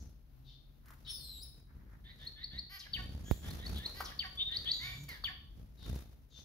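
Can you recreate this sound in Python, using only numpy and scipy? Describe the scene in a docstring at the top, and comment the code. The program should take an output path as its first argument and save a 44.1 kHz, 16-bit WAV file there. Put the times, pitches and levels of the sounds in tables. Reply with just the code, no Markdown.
"""A small, hard room with finches in a wire cage. One sings a thin song of upward flicks, nasal notes
and falling, buzzing whistles; others call. Their voices come from the syrinx, a bird's voice box, where
thin membranes vibrate. Wings push air and swish as birds flutter past, and one wing gust hits the
right side of the microphone. Claws tick on the wires, feet knock on the feeder, and the room rumbles."""
import sys
import numpy as np
from scipy import signal
from scipy.fft import rfft, irfft, next_fast_len
from scipy.io import wavfile
from scipy.ndimage import map_coordinates

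SR = 44100
rng = np.random.default_rng(int(sys.argv[2]) if len(sys.argv) > 2 else 0)


def wav_record(signal):
    """Record a signal, one row per channel, as 16-bit PCM in the file named by sys.argv[1]."""
    frames = np.transpose(np.atleast_2d(signal))
    bounded = np.clip(frames, -1, 1)
    # unit amplitude maps onto the largest positive 16-bit level
    quanta = np.round(bounded * 32767).astype(np.int16)
    wavfile.write(sys.argv[1], SR, quanta)


N = 284004

# Levels in all tables are relative. A "shape" traces one note. Each row of a shape: time in seconds,
# pitch in Hz, level in dB. Playing it can shift all three.
# Rising syllables. Each row: time in seconds, lead-in level in dB, flick level in dB, pitch ratio.
RISES = [(2.128, -51, -87, .995), (2.276, -51, -37, 0.96), (2.446, -48.5, -34.5, 0.98),
         (2.594, -47.5, -34, 0.99), (3.336, -53, -58, 0.92), (3.513, -48.5, -49, 0.94),
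         (3.670, -48, -39.5, .99), (3.864, -46.5, -31, 0.96), (4.572, -45, -29.5, 1.01),
         (4.719, -46, -25, 1)]
# Falling syllables. Each row: time in seconds, then the levels of pip, fall and buzz in dB.
FALLS = [(2.932, -34, -33, -44), (4.19, -31, -34, -41.5), (5.238, -37.5, -30, -46.5)]


def song():
    """The singer: sharp accents carry straight to the microphone, soft notes blend with the room."""
    # The open beak colours the whole song. Each row: frequency in Hz, gain in dB.
    beak = [(800, -0.5), (1100, -4.5), (1350, -7), (1900, 0.5), (2250, 1), (2550, -6), (3100, 1.5),
            (4600, -0.5), (5500, -1), (9000, 1.5), (12500, 5.5), (15500, 2)]
    sharp = flicks_and_pips() + falling_whistles()
    held = held_whistles_and_ring()
    soft = soft_notes() + reedy_notes() + thin_voice()
    echoes = room(amp(-4.5) * sharp + amp(-7.5) * held + amp(-5.5) * soft)
    direct = from_perch(sharp + amp(-1.5) * held + amp(-4) * soft)
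    return coloured(direct + echoes, beak)


def flicks_and_pips():
    """Tiny, nearly pure whistles: upward flicks, and the pip that opens each falling syllable."""
    # The shapes of a flick and a pip. Each row: time in seconds, pitch in Hz, level in dB.
    flick = [(-.017, 3620, -20), (-.008, 4172, -11), (-.002, 4483, 0), (.002, 4654, -5), (.006, 4350, -30)]
    pip = [(0, 4600, -16.5), (.002, 4570, -2.5), (.006, 4570, 3.5), (.009, 4180, -13.5)]
    flicks = [(s, flick, db, ratio) for s, _, db, ratio in RISES]
    pips = [(s, pip, db, 1) for s, db, _, _ in FALLS]
    out = whistles(flicks, overtones_db=[-41, -47], flutter=0.019, rasp_db=-15, rasp_hz=298)
    return out + whistles(pips, overtones_db=[-46, -46], flutter=.004, rasp_db=-27, rasp_hz=400)


def falling_whistles():
    """Whistles that slide down, with faint overtones (multiples of the pitch)."""
    # The shape of the slide. 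Each row: time in seconds, pitch in Hz, level in dB.
    fall = [(.006, 3680, 6.5), (.011, 3286, -9.5), (.02, 3118, -6), (0.029, 2880, -9.5), (0.034, 2650, -6),
            (.042, 1840, -15), (0.053, 1695, -9)]
    # Lets overtones stand out near 7 and 13 kHz. Each row: frequency in Hz, gain in dB.
    colour = [(6800, -1), (8000, -8), (11000, -8), (12500, -3)]
    notes = [(s, fall, db, 1) for s, _, db, _ in FALLS]
    out = whistles(notes, overtones_db=[-31, -40, -27], flutter=0.022, rasp_db=-10, rasp_hz=399.3)
    return coloured(out, colour)


def held_whistles_and_ring():
    """Gently bending whistles, clear to hoarse, then a fading ring in the room after the loudest flick."""
    # Each row: start and length in seconds; first, middle and last pitch in Hz; level in dB;
    # loudest point as a share of the length; rasp in dB. The last two rows are the room's ring.
    notes = [(1.065, 0.044, 3080, 3430, 3570, -43.5, 0.97, -2.5),
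             (3.741, 0.077, 3726, 3640, 3490, -49, 0.36, 8),
             (4.374, 0.0586, 3403, 3607, 3625, -29.5, 1, -30.5),
             (4.386, 0.049, 3060, 3144, 3310, -42, 0.53, 5),
             (4.455, 0.056, 3666, 3670, 3570, -36, .3, -25.5),
             (4.514, 0.07, 3436, 3820, 4300, -38.5, 0.27, -3),
             (4.655, 0.055, 3260, 3440, 3910, -34, 0.66, -3), (4.716, .09, 4050, 3973, 3790, -38, .2, -10),
             (4.808, 0.19, 3774, 3605, 3550, -47, 0.076, -5)]
    return sum(whistles(as_notes([sweep(*note)]), overtones_db=[-52, -54], flutter=0.0084,
                        rasp_db=rasp_db, rasp_hz=391) for *note, rasp_db in notes)


def soft_notes():
    """Raspy lead-ins to the flicks, buzzes after the falls, and nasal notes ending in a downward slur."""
    # The shapes of these four notes. Each row: time in seconds, pitch in Hz, level in dB.
    lead_in = [(-.088, 1768, -13.5), (-.06, 1787, -3.5), (-.035, 1890, -3.5), (-.01, 2021, -2.5)]
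    buzz = [(.05, 395, -11.5), (.062, 391.8, 3), (.08, 378, -3.5), (.1, 349, -38)]
    nasal = [(-.004, 373.2, -15), (.01, 391, -6), (0.028, 411, -1), (0.056, 412, 1.5), (.08, 385, -1)]
    slur = [(.09, 7084, -16), (.1, 5600, 0.5), (.112, 4400, 6), (.125, 3400, -10), (.145, 3000, -3),
            (.155, 1873, -13), (.175, 1610, 1)]
    # Nasal syllables. Each row: time in seconds, nasal level in dB, slur level in dB.
    nasals = [(2.697, -46.5, -44), (3.95, -46, -42.5)]
    leads = [(s, lead_in, db, ratio) for s, db, _, ratio in RISES]
    slurs = [(s, slur, db, 1) for s, _, db in nasals]
    out = amp(-4.5) * whistles(leads, overtones_db=[2, -28], flutter=0.014, rasp_db=-4, rasp_hz=440)
    out += amp(-3.5) * whistles(slurs, overtones_db=[-19], flutter=0.051, rasp_db=-3, rasp_hz=800)
    out += buzzes([(s, db) for s, _, _, db in FALLS], buzz, flutter=0.031, tilt_db=-3)
    return out + buzzes([(s, db) for s, db, _ in nasals], nasal, flutter=0.02, tilt_db=3.5)


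def reedy_notes(buzz_db=-1.5):
    """Reedy notes; the other side of the syrinx buzzes along at about a sixth of the pitch."""
    # Each row: start and length in seconds; first, middle and last pitch in Hz; level in dB;
    # loudest point as a share of the length; first overtone in dB; rasp in dB.
    notes = [(4.79, 0.18, 1902, 2310, 2207, -43, 0.31, -21, -11),
             (5.082, .095, 2343, 1879, 1607, -45.5, 0.092, -8, -18)]
    out = np.zeros(N)
    for *note, overtone_db, rasp_db in notes:
        shape = sweep(*note)
        out += whistles(as_notes([shape]), overtones_db=[overtone_db, -24, -30], flutter=0.014,
                        rasp_db=rasp_db, rasp_hz=520)
        out += buzzes([(0, buzz_db)], shape / [1, 6, 1], flutter=0.038, tilt_db=2.5)
    return out


def thin_voice():
    """A faint, raspy voice high above the song."""
    # Each row: start and length in seconds; first, middle and last pitch in Hz; level in dB;
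    # loudest point as a share of the length.
    rows = [(3.235, 0.26, 6700, 7160, 7000, -55.5, 0.13), (4.707, 0.32, 6950, 6670, 7000, -57.5, 0.067),
            (4.9, .15, 7050, 7000, 6720, -57.5, 0.98)]
    notes = as_notes([sweep(*row) for row in rows])
    return whistles(notes, overtones_db=[-16], flutter=0.008, rasp_db=-0.5, rasp_hz=620)


def from_perch(x):
    """The straight path from the singer reaches the microphone's two sides unequally."""
    # Each row: frequency in Hz, how much louder the left is in dB.
    left_louder = [(800, 0.5), (2000, -7), (3100, 12), (3700, -1.5), (4500, 5), (7000, 3), (11000, -6)]
    # Each row: frequency in Hz, how far the left wave is ahead in radians.
    left_ahead = [(800, 1.2), (2000, 1.68), (3500, 2.07), (4500, 0.65), (11000, .7)]
    left = lambda hz: amp(along(left_louder, hz) / 2) * np.exp(.5j * along(left_ahead, hz))
    return filtered(x, lambda hz: np.array([left(hz), 1 / left(hz)]))


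def syrinx(shape, ratio, flutter, flutter_rate):
    """Pitch, phase and loudness of one note; the membrane's flutter shakes the pitch a little."""
    s, hz, db = np.transpose(shape)
    s = np.sort(s)
    t = np.arange(s[0], s[-1] + .001, 1 / SR)
    pitch = ratio * np.interp(t, s, hz) * (1 + flutter * wobble(flutter_rate, len(t)))
    edges = np.clip(np.minimum(t - t[0], t[-1] - t) / .0015, 0, 1)  # short fades prevent clicks
    loudness = np.sqrt(2) * amp(np.interp(t, s, db)) * np.sin(edges * np.pi / 2) ** 2
    return pitch, 2 * np.pi * np.cumsum(pitch) / SR, loudness


def whistles(notes, overtones_db, flutter, rasp_db, rasp_hz):
    """Play notes (seconds, shape, dB, pitch ratio); an uneven rattle in the syrinx makes them rasp."""
    out = np.zeros(N)
    for s, shape, db, ratio in notes:
        pitch, phase, loudness = syrinx(shape, ratio, flutter, flutter_rate=700)
        wave = sum(amp(level) * np.exp(1j * k * phase) * (k * pitch < SR / 2)
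                   for k, level in enumerate([0, *overtones_db], 1))
        jitter = lambda rate: wobble(rate, len(phase)) + 1j * wobble(rate, len(phase))
        rattle = amp(rasp_db) * (0.79 * jitter(2 * rasp_hz) + 0.53 * jitter(5 * rasp_hz))
        raspy = (wave * (1 + rattle)).imag / np.hypot(1, amp(rasp_db))
        add(out, s + shape[0][0], amp(db) * loudness * raspy)
    return out


def buzzes(notes, shape, flutter, tilt_db):
    """Play low, pulsing notes (seconds, dB) whose many overtones are tilted by tilt_db per octave."""
    # The throat colours the buzz. Each row: frequency in Hz, gain in dB.
    throat = [(380, -32), (780, -4.5), (1150, 3), (1500, 1.5), (1950, 2), (2450, -4.5), (3100, -7.5),
              (3800, -14.5), (4600, -1.5), (6000, -22), (8500, -40), (12000, -23.5), (15500, -36.5)]
    out, k = np.zeros(N), np.arange(1, 39)[:, None]  # k counts multiples of the pitch
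    for s, db in notes:
        pitch, phase, loudness = syrinx(shape, ratio=0.96, flutter=flutter, flutter_rate=350)
        strengths = amp(along(throat, k * pitch) + tilt_db * np.log2(k))
        wave = (strengths * np.sin(k * phase + rng.uniform(0, np.pi, k.shape))).sum(0)
        add(out, s + shape[0][0], amp(db) * loudness * unit(wave) / np.sqrt(2))
    return out


def as_notes(shapes):
    """Make notes that keep their shapes' own times, levels and pitches."""
    return [(0, shape, 0, 1) for shape in shapes]


def sweep(s, length, start_hz, middle_hz, end_hz, db, crest):
    """Shape of a note whose pitch bends smoothly through three values."""
    progress = np.linspace(0, 1, 33)
    curve = np.polyfit([0, .5, 1], [start_hz, middle_hz, end_hz], 2)
    pitch = np.polyval(curve, progress)
    return np.column_stack([s + progress * length, pitch, swell(progress, db, crest)])


def scoop(s, length, hz, db, crest, overshoot=0.11, settle_s=.022):
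    """Shape of a call that drops onto its pitch from above."""
    progress = np.linspace(0, 1, 33)
    pitch = hz * (1 + overshoot * np.exp(-progress * length / settle_s))
    return np.column_stack([s + progress * length, pitch, swell(progress, db, crest)])


def swell(progress, db, crest, rise_db=15, fade_db=12.5, roundness=1.46):
    """Level along a note (progress from 0 to 1): up to its loudest point, the crest, then down."""
    crest = np.clip(crest, .02, .98)
    away = np.interp(progress, [0, crest, 1], [1, 0, 1])
    return db - np.where(progress < crest, rise_db, fade_db) * away ** roundness


def long_call(waver_db=3):
    """Another finch gives one long, wavering call, rich in overtones."""
    # Its shape dips in pitch. Each row: time in seconds, pitch in Hz, level in dB.
    shape = [(1.075, 5250, -63), (1.081, 5280, -59), (1.117, 5430, -45), (1.155, 5070, -60),
             (1.205, 4333, -56), (1.385, 3790, -56.5), (1.409, 4540, -58.5), (1.437, 5180, -54.5),
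             (1.45, 5240, -66)]
    call = whistles(as_notes([shape]), overtones_db=[-4, -11], flutter=.016, rasp_db=-10, rasp_hz=440)
    call *= amp(waver_db * wobble(89.9))
    return panned(amp(0.5) * call + amp(1) * room(call), left_db=3)


def far_calls():
    """Hoarse calls from farther off, heard mostly by way of the room."""
    # Each row: start and length in seconds, pitch in Hz, level in dB, loudest point from 0 to 1.
    calls = [(0, 0.033, 5810, -52.5, 0.062), (0.445, 0.12, 3570, -53, 0.41), (1.048, 0.058, 3543, -40, 1),
             (2.178, 0.063, 3570, -51, 1), (5.774, 0.093, 3610, -49.5, 0.91),
             (6.303, 0.11, 3553, -50, 0.73), (6.297, .13, 6250, -53.5, 0.87)]
    # The callers' tone colour. Each row: frequency in Hz, gain in dB.
    throat = [(2400, -12.5), (3400, 0), (4700, 1.5), (7000, -5)]
    notes = as_notes([scoop(*call) for call in calls])
    rasp = whistles(notes, overtones_db=[-22], flutter=0.0204, rasp_db=0, rasp_hz=1013)
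    core = whistles(notes, overtones_db=[-28], flutter=0.018, rasp_db=-19, rasp_hz=195)
    voices = coloured(amp(-3) * rasp + amp(-8.5) * core, throat)
    return panned(amp(-8.5) * voices + amp(-5) * room(voices), left_db=6.5)


def wings(strokes_per_s=61, unevenness=.16, rise_s=0.048, fall_s=0.071):
    """Every up and down stroke pushes a lump of air and swishes the feathers."""
    # Bursts of wing beating. Each row: start and length in seconds, air push in dB, swish in dB.
    flutters = [(.01, 0.037, -52, -71.5), (0.92, 0.035, -75, -90), (1, 0.45, -62.5, -73),
                (1.572, 0.018, -58.5, -76), (1.764, 0.018, -54.5, -86), (1.85, 0.25, -58.5, -84.5),
                (2.224, 0.039, -59, -65), (2.544, 0.041, -50.5, -70), (2.984, 0.36, -45, -61.5),
                (3.475, 0.064, -40, -51.5), (3.671, 0.081, -39, -52.5), (3.84, 0.24, -57.5, -56.5),
                (4.186, 0.49, -57.5, -65), (4.546, .2, -64.5, -59.5), (4.874, .1, -53, -63),
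                (5.098, 0.038, -61, -61.5), (5.27, 0.19, -59, -86), (5.58, 0.042, -51.5, -72),
                (5.889, 0.052, -40, -52.5), (6.393, .05, -60.5, -67.5)]
    # The tone colour of swishing feathers. Each row: frequency in Hz, level in dB.
    feathers = [(130, -6.5), (280, 0), (450, -1), (800, -7), (1500, -8.5), (3000, -13), (5500, -12.5),
                (8500, -16.5), (11500, -15.5), (15500, -23)]
    # The small steady gains are there because the flock is never quite still.
    air = amp(-72) + bursts([(s, length, db) for s, length, db, _ in flutters], rise_s, fall_s)
    rustle = amp(-84) + bursts([(s, length, db) for s, length, _, db in flutters], rise_s, fall_s)
    strokes = np.cumsum(strokes_per_s * np.exp(unevenness * wobble(14))) / SR  # a running count
    push = air_push(strokes)
    swish = feather_swish(strokes)
    return air * push + hover_thrum() + rustle * swish * noise(feathers)


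def air_push(strokes, upstroke_db=-5.5):
    """One low thump a stroke, mixed with low noise; the upstroke pushes less air."""
    # The tone colour of pushed air. Each row: frequency in Hz, level in dB.
    colour = [(20, -39.5), (35, -7), (55, 4.5), (80, 5.5), (120, -3.5), (190, -6), (300, -15), (480, -24.5),
              (900, -32), (2000, -94)]
    count = np.floor(strokes)
    kicks = np.diff(count, prepend=0) * amp(upstroke_db * (count % 2) + 2.7 * wobble(45))
    thumps = -coloured(kicks, colour)
    return unit(unit(thumps) + amp(-2) * noise(colour))


def feather_swish(strokes, brushes_per_s=47, brush_s=0.0075, brush_db=1):
    """Loudness of the feathers: they swish most on the way down, and their tips brush at random."""
    stroke_db = 4 * np.cos(2 * np.pi * strokes) + 1.5 * np.cos(np.pi * strokes) + 1.5 * wobble(25)
    snaps = (rng.random(N) < brushes_per_s / SR) * rng.random(N)
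    brushes = signal.lfilter([1], [1, -np.exp(-1 / (brush_s * SR))], snaps)  # each snap dies away
    return unit(amp(stroke_db) + amp(brush_db) * brushes)


def hover_thrum():
    """Wings thrum as a bird hovers by the bars."""
    # The thrum's shape. Each row: time in seconds, pitch in Hz, level in dB.
    shape = [(4.8, 128.8, -58), (4.85, 135.3, -51.5), (4.93, 115.7, -56.5), (4.98, 134, -49.5),
             (5.04, 149.4, -49.5), (5.09, 137, -56)]
    return whistles(as_notes([shape]), overtones_db=[-16], flutter=0.038, rasp_db=-8.5, rasp_hz=40.6)


def gust(start_s=3.3122, db=-7, rise_s=0.00024, fall_s=0.0071, cut_hz=56):
    """A puff of air strikes the microphone's right side; its bass cut makes the puff swing."""
    t = np.arange(SR // 5) / SR
    puff = -np.exp(-t / fall_s) * (1 - np.exp(-t / rise_s))
    bass_cut = signal.butter(4, cut_hz, "high", fs=SR, output="sos")
    out = np.zeros(N)
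    add(out, start_s, amp(db) * signal.sosfilt(bass_cut, puff))
    return out * amp([[-28], [0]])


def cage_taps(tick_ring_s=0.054, knock_ring_s=0.032, attack_s=0.00077, scatter_db=1.5):
    """Claws and beaks tick on the wires, and landing feet make the hollow plastic feeder ring."""
    # Ticks on the wires and landings on the feeder. Each row: start in seconds, level in dB.
    ticks = [(0.093, -64), (0.8575, -55.5), (0.8827, -53.5), (0.9044, -51.5), (0.936, -56.5), (2.2145, -63),
             (2.248, -56), (3.3108, -38.5), (3.4705, -49), (3.5034, -46), (3.7815, -42.5), (4.0048, -39),
             (5.0355, -49.5), (5.088, -41.5), (5.235, -58), (5.9529, -47), (6.0072, -54.5)]
    landings = [(.886, -84), (0.904, -53), (4.005, -29.5), (4.011, -37.5), (5.238, -42.5), (5.862, -55)]
    # The tones the feeder rings with. Each row: frequency in Hz, level in dB.
    feeder = [(790, -6.5), (1080, -0.5), (1370, 2), (1490, -16.5), (1750, -7.5), (2040, -18.5)]
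    out, t = np.zeros(N), np.arange(SR // 4) / SR
    rise = 1 - np.exp(-t / attack_s)
    for s, db in ticks:
        add(out, s, amp(db - 4 - 60 * t / tick_ring_s) * rise * rng.standard_normal(len(t)))
    for s, db in landings:
        ring = np.zeros(len(t))
        for hz, level in feeder:
            strength = amp(level + rng.normal(0, scatter_db))
            phase = 2 * np.pi * hz * t + rng.uniform(0, 2 * np.pi) + 1.24 * wobble(550, len(t))
            ring += strength * np.sin(phase)
        add(out, s, amp(db - 60 * t / knock_ring_s) * rise * unit(ring))
    return panned(out + amp(-2) * room(out), left_db=2.5)


def scuffs():
    """Shuffling feet rub the feeder in uneven bursts of noise."""
    # Each row: start and length in seconds, level in dB.
    shuffles = [(.87, 0.049, -66), (1.08, 0.022, -68), (1.7, 0.23, -76.5), (1.88, 0.052, -71.5)]
    # The tone colour of the rubbing. 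Each row: frequency in Hz, level in dB.
    colour = [(500, -37), (900, 0), (1300, 2), (1850, 3), (2300, -7), (3200, -44)]
    return bursts(shuffles, rise_s=0.02, fall_s=0.049) * amp(3.6 * wobble(45)) * noise(colour)


def room(x):
    """The room's echo, a tail of fading noise; it changes as the birds move about."""
    # Each row: frequency in Hz, seconds the echo takes to fade by 60 dB.
    fade_times = [(150, 0.14), (1000, 0.55), (2000, 0.38), (4000, 0.62), (7000, 0.36), (14000, 0.59)]
    out, step = np.zeros((2, N)), SR // 3
    for start in range(0, N, step):
        hz, t, spectrum = signal.stft(rng.standard_normal((2, 2 * step)), SR, nperseg=256)
        decay = amp(-60 * t / along(fade_times, hz)[:, None])
        tail = signal.istft(spectrum * decay, SR, nperseg=256)[1]
        tail[:, :SR // 300] = 0  # a short gap before the echo arrives
        tail /= np.linalg.norm(tail[0])
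        blend = np.clip(1 - abs(np.arange(N) - start) / step, 0, 1)  # each tail hands over to the next
        first = max(start - step, 0)
        piece = (x * np.sqrt(blend))[first:start + step]
        add(out, first / SR, signal.fftconvolve(piece[None], tail, axes=1))
    return out


def room_rumble():
    """Soft, low noise whose level wavers slightly."""
    # The room's background sound. Each row: frequency in Hz, level in dB.
    colour = [(22, -30), (35, -5), (50, 0), (70, -8), (100, -22.5), (135, -7), (170, -25.5), (250, -22.5),
              (400, -34.5), (800, -39.5), (2000, -46.5), (4000, -47.5), (8000, -57), (12500, -48),
              (15500, -49.5)]
    return panned(amp(-57 + 2 * wobble(8.6)) * noise(colour), left_db=3)


def noise(colour):
    """Coloured stereo noise of average power 1, more alike left and right in the bass."""
    # Each row: frequency in Hz, how alike the two sides are (1 means the same).
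    alike = [(40, 0.99), (200, 0.61), (600, 0.3), (2000, 0.045), (10000, 0.034)]

    def response(hz):
        angle = np.arccos(np.clip(along(alike, hz), -1, 1)) / 2
        return amp(along(colour, hz)) * [np.cos(angle), np.sin(angle)]

    mid, side = filtered(rng.standard_normal((2, N)), response)
    return unit(np.array([mid + side, mid - side]))


def bursts(rows, rise_s, fall_s):
    """Gain of bursts (start, length, dB) that build up, hold and die away; their powers add."""
    t = np.arange(N) / SR
    gains = [amp(db) * np.exp(-np.maximum(s - t, 0) / rise_s - np.maximum(t - s - length, 0) / fall_s)
             for s, length, db in rows]
    return np.linalg.norm(gains, axis=0)


def amp(db):
    """Turn decibels into a gain."""
    return 10 ** (np.asarray(db) / 20)


def unit(x):
    """Scale to an average power of 1."""
    return x / np.sqrt(np.mean(x ** 2) + 1e-20)


def along(points, hz):
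    """Read between (Hz, value) points, with octaves evenly spaced."""
    frequencies, values = np.transpose(points)
    return np.interp(np.log(hz + 1), np.log(frequencies + 1), values)


def wobble(rate, size=N):
    """A smooth curve through `rate` random values a second."""
    values = rng.standard_normal(int(size * rate / SR) + 4)
    return map_coordinates(values, [np.arange(size) * rate / SR])


def filtered(x, response):
    """Multiply each frequency in x by response(hz)."""
    size = next_fast_len(N + SR // 2)
    return irfft(rfft(x, size) * response(np.fft.rfftfreq(size, 1 / SR)), size)[..., :N]


def coloured(x, colour):
    """Filter x by a table of (Hz, dB) points."""
    return filtered(x, lambda hz: amp(along(colour, hz)))


def add(track, s, sound):
    """Mix a sound into a track at s seconds."""
    start = max(round(s * SR), 0)
    part = track[..., start:start + sound.shape[-1]]
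    part += sound[..., :part.shape[-1]]


def panned(x, left_db):
    """Make the left side louder than the right by left_db."""
    return x * amp([[left_db / 2], [-left_db / 2]])


def scene():
    """Voices, wings, the cage and the room's rumble together."""
    return song() + long_call() + far_calls() + wings() + gust() + cage_taps() + scuffs() + room_rumble()


def record(dry, top_hz=15740):
    """The microphone colours the sound, and everything above top_hz is cut."""
    # A dip in the treble. Each row: frequency in Hz, gain in dB.
    microphone = [(6300, -0.5), (8200, -8), (10500, 0.5)]
    return filtered(dry, lambda hz: amp(along(microphone, hz)) * (hz < top_hz))


dry = scene()
out = record(dry)
wav_record(out)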